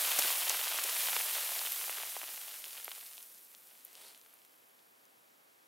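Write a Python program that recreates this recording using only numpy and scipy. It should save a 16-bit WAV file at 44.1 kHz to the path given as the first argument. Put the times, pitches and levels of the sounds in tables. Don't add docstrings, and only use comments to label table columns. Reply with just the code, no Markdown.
import sys
import numpy as np
from scipy import signal
from scipy.fft import rfft, irfft
from scipy.io import wavfile

SR = 44100
rng = np.random.default_rng(int(sys.argv[2]) if len(sys.argv) > 2 else 0)


def digitize_waveform(pressure):
    field = np.atleast_2d(pressure).T
    bounded = np.clip(field, -1, 1)
    quanta = np.round(bounded * 32767).astype(np.int16)
    wavfile.write(sys.argv[1], SR, quanta)


N = 250047

# time in seconds, powder level in dB, crumb level in dB.
FALL_LEVELS = [(0, -37.5, -42.5), (0.15, -38.5, -41), (0.28, -36.5, -39), (0.38, -39.5, -44),
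               (0.5, -40.5, -41), (0.58, -40.3, -43.5), (0.75, -42.5, -43.5), (0.86, -41.5, -44),
               (1.05, -38.5, -42.5), (1.24, -40, -45.5), (1.42, -41.5, -45), (1.62, -42, -49.5),
               (1.79, -42.5, -52.5), (2.0, -46, -50.5), (2.1, -46, -53.5), (2.22, -48.5, -56),
               (2.34, -48.5, -58.5), (2.52, -50.5, -56), (2.62, -51, -62), (2.78, -52, -59.5),
               (3.0, -53, -64), (3.1, -55, -70.5), (3.2, -56.2, -66), (3.26, -58, -78), (3.42, -60.5, -84),
               (3.62, -63.5, -75), (3.8, -63, -69.5), (4.27, -68, -72.5), (4.6, -72.5, -82)]
# frequency in Hz, level in dB.
FOREST_EQ = [(20, -35), (60, -22), (120, -9), (260, -1), (450, 0), (800, -1), (1500, -4), (3000, -6),
             (7000, -9), (12000, -7.5), (16000, -9.5)]
POWDER_EQ = [(60, -36.5), (200, -36.5), (500, -15), (900, -14), (1800, -9.5), (3000, -8), (5000, -6.5),
             (7500, -5), (10000, -1), (12500, 1), (14500, -1), (16000, -5.5)]
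CRUMB_EQ = [(40, -46), (120, -39), (170, -29.5), (290, -15.5), (450, -5), (650, 2), (1000, 2.5),
            (1700, 1.8), (2400, 4.5), (3050, 6), (4000, 3.5), (5500, -1), (9000, -3.5), (16000, -11)]
CLOTH_EQ = [(100, -41), (300, -9), (450, 1), (900, 1), (1400, -4.5), (2000, -4), (3000, -0.5), (4600, 0.5),
            (7000, -4.5), (8600, 2), (11000, 0), (16000, -7.5)]
# frequency in Hz, side-channel gain in dB.
FOREST_WIDTH = [(60, 9), (110, -8), (200, -8.5), (380, 0.5), (700, 4.5), (1290, 5.5), (2380, 4),
                (4400, -12.5), (8120, -28), (15000, -34)]
SNOW_WIDTH = [(60, -10), (250, -9), (500, -11.5), (1000, -9.5), (2000, -20.5), (4000, -93), (8000, -90)]
# start in seconds, peak level in dB, pitch in Hz.
GRAIN_HITS = [(0.2234, -15, 3700), (.4808, -23, 2700), (0.4955, -14, 5500), (.4973, -22, 3300),
              (.6804, -23, 4100), (.7784, -22, 7000), (.7962, -23, 3600), (1.4757, -30.5, 3300),
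              (1.5924, -19.5, 4480), (1.657, -27, 3700), (1.6638, -23, 3000), (1.9717, -31, 2900),
              (2.0273, -27, 3400), (2.0446, -40, 3100), (2.276, -33, 3400), (2.3612, -31, 4100),
              (2.415, -35, 3300), (2.4921, -35, 3900), (2.5135, -34, 3500), (2.5324, -39, 3900),
              (2.5525, -39, 3900), (2.642, -29, 3040), (2.6546, -32, 5500), (2.7082, -35, 3600),
              (2.7315, -35, 3300), (2.7477, -36, 5000), (2.7766, -34, 2800), (2.811, -42, 2800),
              (2.845, -33, 4800), (2.8908, -35, 3700), (2.9166, -30.5, 3630), (2.9194, -35, 3000),
              (2.9516, -48, 4000), (2.994, -41, 3500), (3.011, -37, 3300), (3.1023, -49, 4100),
              (3.134, -38, 3800), (3.1704, -37, 4500), (3.18, -35.5, 3300), (3.2084, -42, 3100),
              (3.2276, -29, 8600), (3.261, -35, 10200), (3.3015, -44, 5500), (3.347, -40, 7000),
              (3.378, -49, 5500), (3.5495, -37, 4340), (3.5776, -42, 12000), (3.6722, -37, 9000),
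              (3.931, -35, 11500), (3.9418, -42, 10800), (3.9535, -34.5, 4200), (4.1479, -41.5, 3200),
              (4.177, -37, 9300), (4.2146, -42, 5400), (4.2626, -47, 6000), (4.3284, -46, 6500),
              (4.4497, -47.5, 3500), (4.4503, -39, 10500), (4.7924, -50, 3400), (5.0543, -46, 6500)]
# start in seconds, level in dB, pitch in Hz (low is big and soft, high is hard).
CLUMP_HITS = [(.118, -23, 2400), (.1625, -24.5, 2200), (.1893, -23.5, 1300), (.2365, -23, 2600),
              (.2477, -27, 1700), (.304, -23.5, 1300), (.4444, -33, 2500), (.47, -27, 1300),
              (.5038, -26, 1700), (.5461, -23, 1600), (.613, -26, 2100), (.672, -25.5, 1600),
              (.7162, -26, 3000), (.723, -29, 1600), (.7445, -29.5, 950), (.7876, -22, 1690),
              (.891, -32, 1500), (.9644, -25, 2210), (1.03, -33, 2200), (1.0858, -21.5, 1600),
              (1.131, -22, 2800), (1.133, -29, 1400), (1.1651, -18, 2100), (1.1669, -24, 2820),
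              (1.2025, -27, 1800), (1.2103, -23.5, 2400), (1.355, -26, 2000), (1.3674, -28, 1800),
              (1.383, -31, 950), (1.4914, -33, 1100), (1.5195, -34.5, 1000), (1.5586, -38, 1000),
              (1.574, -40, 1200), (1.616, -34, 800), (1.6366, -36.5, 890), (1.651, -29.5, 1400),
              (1.6724, -26, 2000), (1.8133, -30, 1900), (1.8414, -29.5, 2300), (1.8805, -36, 900),
              (1.8955, -24.5, 1620), (1.9125, -40, 2500), (1.928, -30.5, 2100), (1.974, -32.5, 1100),
              (1.983, -29, 1500), (2.001, -29.5, 2100), (2.0186, -32, 1200), (2.0336, -29, 1500),
              (2.155, -41, 2300), (2.1662, -28, 1170), (2.2157, -29, 1900), (2.2319, -33.5, 1200),
              (2.2403, -31, 2700), (2.2825, -34.5, 2100), (2.2911, -36.5, 1200), (2.3774, -36, 2200),
              (2.4822, -37, 2100), (2.5415, -37.5, 1500), (2.662, -37.5, 2500), (2.752, -42, 1800),
              (2.769, -36, 2800), (2.782, -38, 2000), (2.8, -37.5, 1900), (2.8802, -29.5, 1450),
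              (2.9165, -34.5, 2200), (2.9794, -40, 1900), (3.0285, -41, 2400), (3.1802, -41.5, 2000),
              (3.544, -48, 2200), (3.7122, -48, 2800), (3.7523, -50, 2800), (4.2624, -50, 1590),
              (4.336, -52, 1200)]
# start in seconds, level in dB, pitch in Hz,
# length in seconds, pitch spread as a ratio either way.
ICE_SKIDS = [(0.186, -27.5, 8750, 0.011, 1.87), (.4952, -27.5, 8600, 0.0032, 1.5),
             (0.835, -34, 9900, 0.0093, 1.7), (1.718, -35.5, 12100, 0.0048, 1),
             (2.8446, -36.5, 12200, 0.0026, 1.17), (3.8486, -45, 11800, 0.0042, 1.2),
             (4.338, -56, 11600, 0.004, 1.2)]
# start in seconds, level in dB, pitch in Hz, packing time in seconds.
WAD_HITS = [(.187, -36, 490, 0.0045), (.247, -44.5, 380, 0.0079), (.555, -68, 170, .006),
            (.7878, -38.5, 680, .001), (.848, -48.5, 333, 0.0032), (1.1653, -34, 670, 0.00036),
            (1.983, -48, 650, .001), (2.1662, -37, 724, 0.00058), (2.234, -53, 480, 0.00093),
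            (2.2912, -53, 520, .001), (2.67, -55.5, 550, .002), (2.8799, -46, 610, .0004)]
# time in seconds, level in dB, rasp pitch in Hz.
COLLAR_RUB = [(3.91, -68, 2500), (3.96, -60.5, 2700), (4.02, -56, 3000), (4.08, -56.5, 4600),
              (4.125, -61, 4300), (4.17, -67, 3500)]


def gain_of(db):
    return 10 ** (np.asarray(db) / 20)


def unit_rms(x):
    return x / np.sqrt(np.mean(x ** 2) + 1e-20)


def follow(curve):
    times, *columns = np.transpose(curve)
    return [np.interp(np.arange(N) / SR, times, column) for column in columns]


def add(mix, start_s, sound):
    part = mix[max(round(start_s * SR), 0):][:len(sound)]
    part += sound[:len(part)]


def colour(x, eq):
    eq_hz, eq_db = np.transpose(eq)
    hz = abs(np.fft.fftfreq(4096, 1 / SR))
    log_gain = np.log(gain_of(np.interp(np.log(hz + 1), np.log(eq_hz + 1), eq_db)))
    response = np.fft.ifft(np.exp(np.conj(signal.hilbert(log_gain)))).real[:2048]
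    return signal.oaconvolve(x, response)[:N]


def lowpass(x, hz):
    return irfft(rfft(x) / (1 + (np.fft.rfftfreq(N, 1 / SR) / hz) ** 4), N)


def wander(hz):
    return unit_rms(lowpass(rng.standard_normal(N), hz))


def impacts(per_s, spread_db):
    largeness = np.minimum(rng.exponential(1, N), 3.3)
    size = gain_of(spread_db * largeness) * rng.choice([-1, 1], N)
    lands = rng.random(N) < per_s / SR
    return unit_rms(size * lands / np.sqrt(per_s))


def widen(mid, side, width_eq):
    side = colour(side, width_eq)
    return np.array([mid + side, mid - side])


def forest(level_db=-67.2):
    return gain_of(level_db) * unit_rms(colour(rng.standard_normal(N), FOREST_EQ))


def powder(level_db, trim_db=4.5, full_db=-37, dust_db=-52):
    per_s = 26000 * gain_of(0.35 * np.minimum(level_db - full_db, 0))
    grains = unit_rms(colour(impacts(per_s, spread_db=4), POWDER_EQ))
    body = lowpass(grains, hz=7500)
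    hiss = grains - body + body * gain_of(0.23 * np.minimum(level_db - dust_db, 0))
    flutter_db = 0.5 * wander(hz=40)
    return hiss * gain_of(level_db + trim_db + flutter_db)


def crumbs(level_db, trim_db=2.5, full_db=-38):
    hz, edges_hz = np.fft.rfftfreq(N, 1 / SR), np.geomspace(1000, 9000, num=5)
    per_s = 1900 * gain_of(0.6 * (level_db - full_db))
    shares = (edges_hz / np.median(edges_hz)) ** 0.9
    tones = np.array([1 / (1 + (hz / edge) ** 2) / np.sqrt(share) for edge, share in zip(edges_hz, shares)])
    tones /= np.linalg.norm(tones, axis=0)
    spectrum = sum(rfft(impacts(per_s * share, spread_db=5)) * tone for share, tone in zip(shares, tones))
    patter = unit_rms(colour(irfft(spectrum, N), CRUMB_EQ))
    bunching_db = 1.64 * wander(hz=60)
    return patter * gain_of(level_db + trim_db + bunching_db)


def sprinkle(powder_db, per_s=50, candidates=300):
    when, luck, size, pitch = rng.random((candidates, 4)).T
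    db = powder_db[(when * N).astype(int)] + 7.5 + 8 * size ** 2
    hz = 4200 * 2 ** (1.4 * pitch)
    lands = luck < per_s * N / SR / candidates
    return np.column_stack([when * N / SR, db, hz])[lands]


def ticks(rows, width=1.5, splinter_db=-10, splinter_s=0.0011, snap_hz=3100):
    t, out = np.arange(400) / SR, np.zeros(N)
    for start_s, db, hz in rows:
        splinters = rng.standard_normal(len(t)) * np.exp(-t / splinter_s)
        force = (t == 0) + gain_of(splinter_db) * splinters / np.linalg.norm(splinters)
        band = signal.butter(1, [hz / width, min(hz * width, 0.4 * SR)], "band", fs=SR)
        skirts = signal.butter(1, [hz / 6, min(hz * 3, 0.45 * SR)], "band", fs=SR)
        click = signal.lfilter(*skirts, signal.lfilter(*band, force))
        cloth_note = signal.iirpeak(snap_hz * (1 + 0.04 * rng.standard_normal()), Q=5, fs=SR)
        snap_db = 3 - 40 * abs(np.log2(hz / snap_hz))
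        tick = click + gain_of(snap_db) * signal.lfilter(*cloth_note, click)
        add(out, start_s, gain_of(db) * tick / abs(tick).max())
    return out


def shower(crumbs_db, full_db=-40, spent_db=28.5, candidates=300):
    when, luck, size, pitch = rng.random((candidates, 4)).T
    lost_db = full_db - crumbs_db[(when * N).astype(int)]
    per_s = 16 * gain_of(-0.23 * lost_db) * (lost_db < spent_db)
    lands = luck < per_s * N / SR / candidates
    db = -32 - 0.18 * lost_db - 1.5 * (2 * size - 1)
    hz = 1130 * 2 ** (1.4 * lost_db + 0.28 * (2 * pitch - 1))
    return np.column_stack([when * N / SR, db, np.minimum(hz, SR / 4)])[lands]


def clumps(rows, crumble_db=-7, crumble_s=0.0012):
    t, out = np.arange(900) / SR, np.zeros(N)
    noise = rng.standard_normal(N + len(t))
    for start_s, db, hz in rows:
        grains = noise[round(start_s * SR):][:len(t)] * np.exp(-t / crumble_s)
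        force = (t == 0) + gain_of(crumble_db) * grains / np.linalg.norm(grains)
        softness = signal.butter(2, [hz / 5.3, min(hz * 1.6, 0.45 * SR)], "band", fs=SR)
        pat = colour(signal.lfilter(*softness, force), CRUMB_EQ)
        add(out, start_s, gain_of(db) * pat / abs(pat).max())
    low_cut = signal.butter(2, 260, "high", fs=SR, output="sos")
    return signal.sosfilt(low_cut, out)


def skids(trim_db=1):
    out = np.zeros(N)
    for start_s, db, hz, length_s, spread in ICE_SKIDS:
        samples, width = round(length_s * SR), max(spread, 1.05)
        scrape = rng.standard_normal(2048)[:samples] * signal.windows.tukey(samples, 0.5)
        band = signal.butter(3, [hz / width, min(hz * width, 0.45 * SR)], "band", fs=SR)
        skid = signal.lfilter(*band, np.pad(scrape, (0, samples)))
        add(out, start_s, gain_of(db + trim_db) * skid * np.sqrt(samples) / np.linalg.norm(skid))
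    return out


def thuds(width=1.62, cycles=1.44, packing_db=-20):
    t, out = np.arange(SR // 10) / SR, np.zeros(N)
    for start_s, db, hz, packing_s in WAD_HITS:
        packing = gain_of(packing_db) * rng.standard_normal(len(t)) * np.exp(-t / packing_s)
        band = signal.butter(3, [hz / width, hz * width], "band", fs=SR, output="sos")
        pat = signal.sosfilt(band, (t == 0) + packing)
        add(out, start_s, gain_of(db) * pat * np.sqrt(SR * cycles / hz) / np.linalg.norm(pat))
    return out


def collar(catches_per_s=7000, rasp_db=-8, rasp_width_hz=700):
    t = np.arange(N) / SR
    db, hz = follow(COLLAR_RUB)
    rubbing = gain_of(db + wander(hz=70)) * (t > COLLAR_RUB[0][0]) * (t < COLLAR_RUB[-1][0])
    swish = unit_rms(colour(impacts(catches_per_s, spread_db=3.5), CLOTH_EQ))
    catches = impacts(catches_per_s, spread_db=3.5)
    carrier = np.exp(2j * np.pi * np.cumsum(hz) / SR)
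    pole = np.exp(-np.pi * rasp_width_hz / SR)
    rasp = (carrier * signal.lfilter([1 - pole], [1, -pole], catches / carrier + 1e-18)).real
    return rubbing * (swish + gain_of(rasp_db) * unit_rms(rasp))


def scene(settling_db_per_s=9):
    settled_db = settling_db_per_s * np.maximum(np.arange(N) / SR - FALL_LEVELS[-1][0], 0)
    powder_db, crumbs_db = follow(FALL_LEVELS) - settled_db
    hush = widen(forest(), forest(), FOREST_WIDTH)
    side = powder(powder_db) + crumbs(crumbs_db)
    mid = powder(powder_db) + crumbs(crumbs_db) + collar()
    soft_hits = clumps(CLUMP_HITS) + clumps(shower(crumbs_db)) + thuds()
    icy_hits = ticks(GRAIN_HITS) + ticks(sprinkle(powder_db)) + skids()
    return widen(mid + soft_hits + icy_hits, side, SNOW_WIDTH) + hush


def record(dry):
    high_cut = signal.firwin(511, 15850, window=("kaiser", 9), fs=SR)
    return signal.oaconvolve(dry, high_cut[None], "same")


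dry = scene()
out = record(dry)
digitize_waveform(out)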